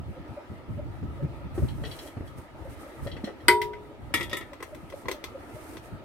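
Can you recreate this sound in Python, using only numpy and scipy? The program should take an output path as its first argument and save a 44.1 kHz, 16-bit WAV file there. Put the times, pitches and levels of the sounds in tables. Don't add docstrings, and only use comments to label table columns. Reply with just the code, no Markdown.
import sys
import numpy as np
from scipy import signal
from scipy.fft import rfft, irfft, next_fast_len
from scipy.io import wavfile
from scipy.ndimage import uniform_filter1d, map_coordinates

SR = 44100
rng = np.random.default_rng(int(sys.argv[2]) if len(sys.argv) > 2 else 0)


def int16_out(signal):
    q = np.round(np.clip(np.atleast_2d(signal).T, -1, 1) * 32767)
    wavfile.write(sys.argv[1], SR, q.astype(np.int16))


N = 266364

REGISTER_EDGES_HZ = [1200, 2800, 6000, 12000]
# [f/Hz, relative density/dB per Hz]
RUSTLE_SPECTRUM = [(1470, -21), (2500, -10.5), (5650, -9), (6200, -9), (7300, -9.5), (8730, -3.5),
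                   (11200, -9), (12500, -6), (16000, -20.5)]
# [f/Hz, correlation/1]
NEAR_CORRELATION = [(300, 0.77), (1400, 0.53), (3000, 0), (10000, 0)]
# [f/Hz, relative density/dB per Hz]
SNAP_SPECTRUM = [(150, -26), (400, 7.5), (750, -14), (1050, -4), (1300, -9), (2000, -2.5), (2900, -7),
                 (3400, -9.5), (6000, -16.5), (8500, -23.5), (11000, -21), (12500, -14), (15500, -17)]
TOP_HZ = 15950
FIRST_HOOT_S, TURN_S = 0.1738, 0.20736


def amp(db):
    return 10 ** (np.asarray(db) / 20)


def unit(x):
    return x / np.sqrt(np.mean(x ** 2) + 1e-20)


def along(points, hz):
    f, v = np.transpose(points)
    return np.interp(np.log(hz + 1), np.log(f + 1), v)


def curve(rows):
    return np.interp(np.arange(N) / SR, *np.transpose(rows))


def wobble(rate):
    knots = rng.standard_normal(int(N * rate / SR) + 4)
    return map_coordinates(knots, [np.arange(N) * rate / SR])


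def add(track, s, sound):
    start = max(round(s * SR), 0)
    track[:, start:start + sound.shape[1]] += sound[:, :N - start]


def panned(x, left_db):
    return x * amp([[left_db / 2], [-left_db / 2]])


def noise(spectrum, alike, size=N):
    m = next_fast_len(size)
    hz = np.fft.rfftfreq(m, 1 / SR)
    angle = np.arccos(np.clip(along(alike, hz), -1, 1)) / 2
    white = rfft(rng.standard_normal((2, m)))
    coloured = white * amp(along(spectrum, hz)) * [np.cos(angle), np.sin(angle)]
    mid, side = irfft(coloured, m)[:, :size]
    return unit(np.array([mid + side, mid - side]))


def shop(waver_db=-0.08, patchy_db=2, hiss_db=-76, swish_db=5.0):
    # [f/Hz, relative density/dB per Hz]
    air_spectrum = [(25, -17), (60, -1.5), (113, -18), (190, -11.5), (320, 0), (430, -10.5), (600, -6),
                    (780, -11.5), (930, -9), (1090, -19.5), (1280, -8), (1460, -19.5), (1900, -18),
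                    (3800, -29.5), (6300, -40), (16000, -47.5)]
    # [f/Hz, correlation/1]
    air_correlation = [(100, 0.52), (300, 0.74), (640, 0.81), (1400, 0.2), (3000, -0.17), (10000, 0.11)]
    # [t/s, level/dB]
    rush_level = [(0, -48.5), (.35, -46.5), (.7, -49), (1.25, -47), (2.0, -46.5), (2.45, -48.5),
                  (2.9, -45.5), (4.0, -49), (4.35, -45.5), (4.75, -49), (5.25, -45.5), (6.04, -47.5)]

    z = signal.stft(noise(air_spectrum, air_correlation), nperseg=512)[2]
    field = uniform_filter1d(rng.standard_normal(z.shape[1:]), size=4, axis=0)
    field = uniform_filter1d(field, size=9, axis=1)
    air = signal.istft(z * amp(patchy_db * unit(field)), nperseg=512)[1][:, :N]

    swish = -np.sin(2 * np.pi * (np.arange(N) / SR - FIRST_HOOT_S) / TURN_S)
    hiss = amp(hiss_db + swish_db * swish) * noise(RUSTLE_SPECTRUM, air_correlation)
    return amp(curve(rush_level) + waver_db * wobble(6.3)) * unit(air) + hiss


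def fan(hz=572, width=0.0098, waver=0.041, rough_db=2, scatter_db=1.4):
    # [t/s, peak level/dB, weakening of alternate turns/dB]
    hoot_level = [(.2, -32, 7.5), (.8, -34, 31), (1.25, -35.5, 7), (1.62, -37.5, 3), (2.05, -50, 0),
                  (2.5, -47.5, -4.5), (3.3, -33.5, -3.5), (3.75, -58.5, 0), (4.1, -46.5, -0.5),
                  (4.75, -36, -0.5), (5.4, -33.5, 3), (5.6, -38.5, 1.5), (5.8, -58, 0)]
    track, t = np.zeros((2, N)), np.arange(-SR // 20, SR // 20) / SR
    times, peak_db, limp_db = np.transpose(hoot_level)
    for turn, s in enumerate(np.arange(FIRST_HOOT_S, N / SR, TURN_S)):
        pull, size = rng.standard_normal(2)
        db = np.interp(s, times, peak_db - limp_db * (turn % 2 == 0)) + scatter_db * size
        tone = np.sin(2 * np.pi * hz * (1 + waver * pull) * t)
        add(track, s + t[0], amp(db) * np.exp(-(t / width) ** 2) * tone[None])
    return track * amp(rough_db * wobble(220))


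def room(x):
    # [f/Hz, t60/s]
    reverberation = [(200, 0.4), (2000, 0.17), (12000, 0.21)]
    hz, t, z = signal.stft(rng.standard_normal((2, SR // 2)), SR, nperseg=256)
    decay = amp(-60 * t / along(reverberation, hz)[:, None])
    tail = signal.istft(z * decay, SR, nperseg=256)[1]
    tail = np.pad(tail, ((0, 0), (SR // 200, 0)))
    return signal.fftconvolve(x, tail / np.linalg.norm(tail[0]), axes=1)[:, :N]


def grip(lumps_db=2.0, tremor_db=2.5):
    # [t/s, rumble level/dB]
    grip_level = [(0, -39), (.4, -57.5), (.75, -38.5), (1.24, -37.5), (1.4, -45), (1.62, -34.5), (1.9, -40),
                  (2.08, -60), (2.22, -40.5), (2.48, -54.5), (2.7, -42), (2.92, -61), (3.06, -32),
                  (3.38, -63), (3.5, -38), (3.92, -54.5), (4.2, -37), (4.5, -55.5), (6.04, -50)]
    # [t/s, level at the envelope's peak/dB]
    nudges = [(0.102, -34.5), (.2, -38.5), (0.311, -36), (0.519, -32.5), (0.708, -31.5), (.78, -34.5),
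              (.91, -41.5), (1.042, -28), (1.24, -24.5), (1.459, -34), (1.641, -21), (2.38, -36.5),
              (4.74, -46), (4.84, -44), (5.076, -37.5), (5.55, -45), (5.939, -35)]
    # [f/Hz, relative density/dB per Hz]
    rumble_spectrum = [(15, -27), (38, -6.5), (70, 4.5), (95, 4.5), (135, 1), (190, -10.5), (300, -11),
                       (450, -25), (900, -59.5)]
    # [f/Hz, relative density/dB per Hz]
    nudge_spectrum = [(20, -29), (50, -5), (90, 1.5), (135, 0), (230, -9), (400, -18), (900, -65)]
    nudge_s = 0.019

    t = np.arange(N) / SR
    lumps = amp(lumps_db * np.array([wobble(30), wobble(30)]))
    rumble = unit(lumps * noise(rumble_spectrum, [(60, 0.05), (300, 0.27)]))
    rumble = amp(curve(grip_level) + tremor_db * wobble(24)) * rumble
    push = sum(amp(db) * np.exp(-((t - s) / nudge_s) ** 2) for s, db in nudges)
    return rumble + push * noise(nudge_spectrum, [(60, 0.11), (300, 0.33)])


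def box(t60=0.06, rise=0.0035, hollow_db=-7, level_db=3.0):
    # [t/s, level before the common gain and rise/dB, f/Hz]
    bumps = [(1.026, -28.5, 231), (1.225, -27.5, 136), (1.246, -27.5, 143), (1.577, -18.5, 356),
             (1.622, -29, 207), (1.639, -28, 126), (2.168, -23.5, 108), (2.204, -27, 79), (3.06, -24, 118),
             (3.237, -22, 216)]
    puff_spectrum = [(50, -37), (190, -1), (400, -0.5), (700, -15.5),
                     (2000, -27.0), (6000, -48), (16000, -85)]
    track, t = np.zeros((2, N)), np.arange(SR // 4) / SR
    for s, db, hz in bumps:
        puff = noise(puff_spectrum, NEAR_CORRELATION, size=len(t))
        swell = (1 - np.exp(-t / rise)) * amp(-60 * t / t60)
        add(track, s, amp(db + level_db) * swell * (np.sin(2 * np.pi * hz * t) + amp(hollow_db) * puff))
    return track


def sliding(rustle_db=3.5, body_db=9, grain_db=1.5, stick_db=1.35):
    # [t/s, duration/s, envelope peak before the layer gains/dB, time to swell/s]
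    slides = [(1.536, .11, -61, 0.017), (1.62, 0.26, -68, .05), (1.794, 0.27, -57.5, 0.13),
              (2.235, 0.042, -67.5, 0.027), (2.36, 0.025, -60.5, 0.026), (2.523, .48, -67.5, 0.24),
              (2.69, .025, -62.5, .008), (2.782, 0.031, -60, 0.027), (2.998, .08, -60, .05),
              (4.61, 0.23, -70.5, .07), (4.86, 0.16, -64, 0.13), (5.3, 0.45, -59, 0.42),
              (5.797, 0.071, -65, .05)]
    # [f/Hz, relative density/dB per Hz]
    body_spectrum = [(150, -25), (350, 7), (700, -2.5), (1300, -8.5), (2200, -9.5), (4000, -35)]
    start_db, fall_db_per_s = -22.5, 190

    t, power = np.arange(N) / SR, np.zeros(N)
    for s, length, db, swell in slides:
        to_go = np.clip(1 - (t - s) / swell, 0, 1)
        fall_db = fall_db_per_s * np.maximum(t - s - length, 0)
        power += (t > s) * amp(db + start_db * to_go ** 2 - fall_db) ** 2

    texture = amp(grain_db * wobble(700) + stick_db * wobble(50))
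    rustle = unit(texture * noise(RUSTLE_SPECTRUM, [(5000, 0.0095)]))
    body = noise(body_spectrum, NEAR_CORRELATION)
    return np.sqrt(power) * (amp(rustle_db) * rustle + amp(body_db) * body)


def registers(x):
    below = []
    for hz in REGISTER_EDGES_HZ:
        lowpass = signal.butter(4, hz, fs=SR, output="sos")
        below.append(signal.sosfiltfilt(lowpass, x, padtype=None))
    return np.diff([0 * x, *below, x], axis=0)


def ring(modes, t, sustain, detune, scatter_db, apart_hz=2200):
    hz, db, t60 = np.transpose(modes)[:, :, None]
    size, phase, skew, pull = rng.standard_normal((4, len(modes), 1))
    decay = amp(db + scatter_db * size - 60 * t / (t60 * sustain))
    lead = np.minimum(hz / apart_hz, 2) * (1 + skew) / 4
    angle = 2 * np.pi * (hz * (1 + detune * pull) * t + phase)
    return np.array([(decay * np.sin(angle + way * lead)).sum(0) for way in (1, -1)])


def crowded(spectrum, ripple_db, count=260):
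    hz = np.linspace(100, TOP_HZ, count)
    depth_db = ripple_db * np.minimum(hz / REGISTER_EDGES_HZ[1], 1)
    return np.column_stack([hz, along(spectrum, hz) + depth_db * rng.standard_normal(count)])


def strikes(rows, modes, crowd, sustain, detune, rise, clash_db, clash_t60, crack_db, crack_t60,
            balance_db, size, scatter_db=1.35):
    left_excess = [0.81, 5.5, 1.9, 0.92, 0.505]
    track, t = np.zeros((2, N)), np.arange(size) / SR
    attack = SR // 100
    above_ping = np.arange(len(balance_db)) - 1
    for s, db, bright_db, clink_db in rows:
        burst = amp(clash_db - 60 * t / clash_t60) + amp(crack_db - 60 * t / crack_t60)
        blow = ring(modes, t, sustain, detune, scatter_db)
        blow = blow + burst * noise(crowd, NEAR_CORRELATION, size=size)
        blow = blow * (1 - np.exp(-t / rise))
        levels_db = db + np.array(balance_db) + bright_db * above_ping + clink_db * (above_ping == 1)
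        for part, part_db, left_db in zip(registers(blow), levels_db, left_excess):
            add(track, s, amp(part_db) * panned(part, left_db) / part[:, :attack].std())
    return track


def moving():
    # [t/s, level before register balance/dB, brightness/dB per register, extra clink/dB]
    scuffs = [(1.6838, -65, 1.5, 11), (1.8357, -46, -1.5, -10), (1.8489, -51, 1, 2.5),
              (1.9125, -61.5, 4.0, 10.5), (1.9881, -59.5, 8, 1), (2.0725, -56.5, 1, -4),
              (2.2731, -72.5, 8.5, 0), (3.0692, -49, 0, -5), (3.1147, -59.5, 0, 10),
              (3.1652, -49.0, -2.5, -12), (3.242, -50, 4, -2.5), (3.2735, -49.5, -9, -4),
              (3.4041, -63.5, -5, 3)]
    # [f/Hz, level/dB, t60/s]
    fitting_modes = [(1810, -5, 0.212), (1887, -0.5, 0.17), (1996, 1, .19), (3200, -9, 0.11),
                     (3287, 0.5, 0.16), (3000, -11, 0.045), (4024, -0.5, 0.064), (4270, -13, 0.12),
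                     (4530, -7, 0.15), (5400, -14.5, 0.098)]
    # [f/Hz, relative density/dB per Hz]
    brush_spectrum = [(150, -30), (250, -12.5), (393, -8.5), (1120, -24), (1670, -7.5), (1950, -9),
                      (2490, -9), (3280, -4.5), (3650, -12), (4050, -5.5), (4820, -25), (5540, -16),
                      (6470, -30), (11900, -34), (16000, -39)]
    return strikes(scuffs, fitting_modes, crowded(brush_spectrum, ripple_db=3.0),
                   sustain=0.65, detune=0.01, rise=0.0018,
                   clash_db=-2, clash_t60=0.21, crack_db=-1, crack_t60=0.02,
                   balance_db=[3.0, -0.5, 3.5, -11, -21], size=SR // 5, scatter_db=4.0)


def locking():
    # [t/s, level before register balance/dB, brightness/dB per register, extra clink/dB]
    lug_clicks = [(4.532, -50, -0.5, -1), (4.6034, -49, -3, -4), (4.6259, -40.5, 1.5, -7),
                  (4.747, -53.5, 2.5, -2), (4.8998, -57, 3, 3.5), (4.9238, -51.5, -4, 0),
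                  (5.056, -52.5, -10, 9), (5.0835, -33, -1.0, -2.5), (5.1133, -39.5, 3, 3),
                  (5.24, -42, 2.5, 4.5), (5.7685, -51, 0, 5.5)]
    # [f/Hz, level/dB, t60/s]
    lug_modes = [(477, 11.5, 0.048), (1042, 15, 0.059), (1586, 11, 0.048), (2007, 20.5, 0.045),
                 (2340, 8.5, 0.064), (3440, 2, 0.079), (8350, 3.5, 0.09)]
    return strikes(lug_clicks, lug_modes, crowded(SNAP_SPECTRUM, ripple_db=4),
                   sustain=0.85, detune=0.0125, rise=0.00061,
                   clash_db=10, clash_t60=0.16, crack_db=16, crack_t60=0.04,
                   balance_db=[2.5, 0, -5.0, -11, -15], size=SR // 5)


def seating():
    # [t/s, level before register balance/dB, brightness/dB per register, extra clink/dB]
    rim_clanks = [(4.1395, -26.0, 1.0, -3), (4.1744, -43, -3.5, 7), (4.1984, -39.0, -1, -10),
                  (4.2083, -36, -2, -0.5), (4.2285, -43.0, 2.0, 1.5), (4.2956, -59.5, 5.5, 7),
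                  (4.3126, -50.5, -7.5, 14), (4.33, -33, -2, 1), (4.368, -39, 2.5, -6.5),
                  (4.4096, -44.5, -5.5, 0.5)]
    # [f/Hz, level/dB, t60/s]
    pot_modes = [(358, -5.5, 0.93), (545, -9, 0.2), (970, -6.5, 0.66), (1025, -9, 0.088), (1306, 8.5, 0.13),
                 (1350, -2, 0.33), (1802, 1, 0.28), (1912, 13, 0.13), (1950, 4, 0.12), (2150, -12, 0.088),
                 (2230, 3, 0.19), (2310, -1.5, .18), (2510, -1.5, 0.17), (2796, -2, 0.18),
                 (2740, -12, 0.19), (3220, -24, 0.21), (3300, -11.5, 0.38), (3390, -3, 0.18),
                 (3520, -5, 0.26), (3700, -13, 0.29), (4800, -7.5, 0.086), (5190, -6.5, 0.083),
                 (8000, -8, 0.19), (8450, -13, 0.19)]
    # [f/Hz, relative density/dB per Hz]
    grind_spectrum = [(88, -42), (150, -14), (354, 1.5), (545, -10), (730, -20.5), (941, -17), (1080, -10),
                      (1310, -13), (1660, -28.5), (1980, 1.5), (2400, -21), (3550, -18), (4490, -28),
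                      (13700, -21.5), (16000, -40)]
    return strikes(rim_clanks, pot_modes, crowded(grind_spectrum, ripple_db=0.0),
                   sustain=0.75, detune=0.0125, rise=0.00062,
                   clash_db=12.5, clash_t60=0.12, crack_db=-5.0, crack_t60=0.021,
                   balance_db=[-3.2, 1.5, 0.0, -9.5, -16.5], size=SR // 3, scatter_db=3.0)


def clang():
    # [t/s, level before register balance/dB, brightness/dB per register, extra clink/dB]
    lid_taps = [(3.482, -13.5, 0, 0)]
    # [f/Hz, level/dB, t60/s]
    lid_modes = [(364.7, 13.5, 0.5), (401, 0, 0.94), (421, 5.5, 0.83), (460, 6, 0.17), (647, -4.5, 0.33),
                 (960, 13.5, 0.52), (1270, -7, 0.14), (1514, 7, 0.11), (1533, 13, 0.092),
                 (1790, -11.5, .14), (1928, 8, 0.12), (1970, 11, 0.11), (2034, 17.5, 0.13), (2216, 7, 0.12),
                 (2260, 6, 0.12), (2240, -6, .14), (2480, -13, .2), (3140, -3.5, 0.17), (3260, -8, .12),
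                 (3400, -11.5, 0.11), (3631, -7.5, 0.29), (4000, -4.5, .12), (4660, -7.5, 0.087),
                 (4760, -7.5, .13), (8430, -3.5, 0.11), (8900, -15, .1)]
    # [f/Hz, relative density/dB per Hz]
    clash_spectrum = [(100, -33), (250, -10.5), (390, 0.5), (500, -10), (650, -16), (800, -20), (1000, -14),
                      (1150, -14), (1500, 0), (1750, -14), (2030, -8.5), (2600, -13), (3900, -22),
                      (4800, -16.5), (6200, -37), (8400, -26.5), (14500, -33.5), (16000, -48.5)]
    bounce_at_s, flight_s = 3.6155, 0.117
    bounce_db, loss_db, dulling_db = -31.5, 13.5, 5.5

    knock = strikes(lid_taps, lid_modes, crowded(clash_spectrum, ripple_db=4.0),
                    sustain=0.99, detune=0, rise=0.0012,
                    clash_db=11, clash_t60=0.14, crack_db=22.5, crack_t60=0.02,
                    balance_db=[-5.5, 0, -6, -7.5, -17], size=SR * 3 // 4)
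    rebounds = [(bounce_at_s + k * flight_s, bounce_db - k * loss_db, -k * dulling_db, 0) for k in range(3)]
    bounces = strikes(rebounds, lid_modes, crowded(SNAP_SPECTRUM, ripple_db=4),
                      sustain=0.61, detune=0.002, rise=0.0013,
                      clash_db=9, clash_t60=0.14, crack_db=8, crack_t60=0.03,
                      balance_db=[-26, -0.5, -7, -12.5, -13], size=SR // 4)
    return knock + bounces


def cooker():
    return moving() + clang() + seating() + locking()


def scene():
    sources = cooker() + box() + fan()
    return sources + amp(-12.5) * room(sources) + grip() + sliding() + shop()


def record(dry):
    ceiling = 0.8
    held = dry / (1 + (dry / ceiling) ** 4) ** (1 / 4)
    m = next_fast_len(N + SR // 2)
    passed = np.fft.rfftfreq(m, 1 / SR) < TOP_HZ
    return irfft(rfft(held, m) * passed, m)[:, :N]


dry = scene()
out = record(dry)
int16_out(out)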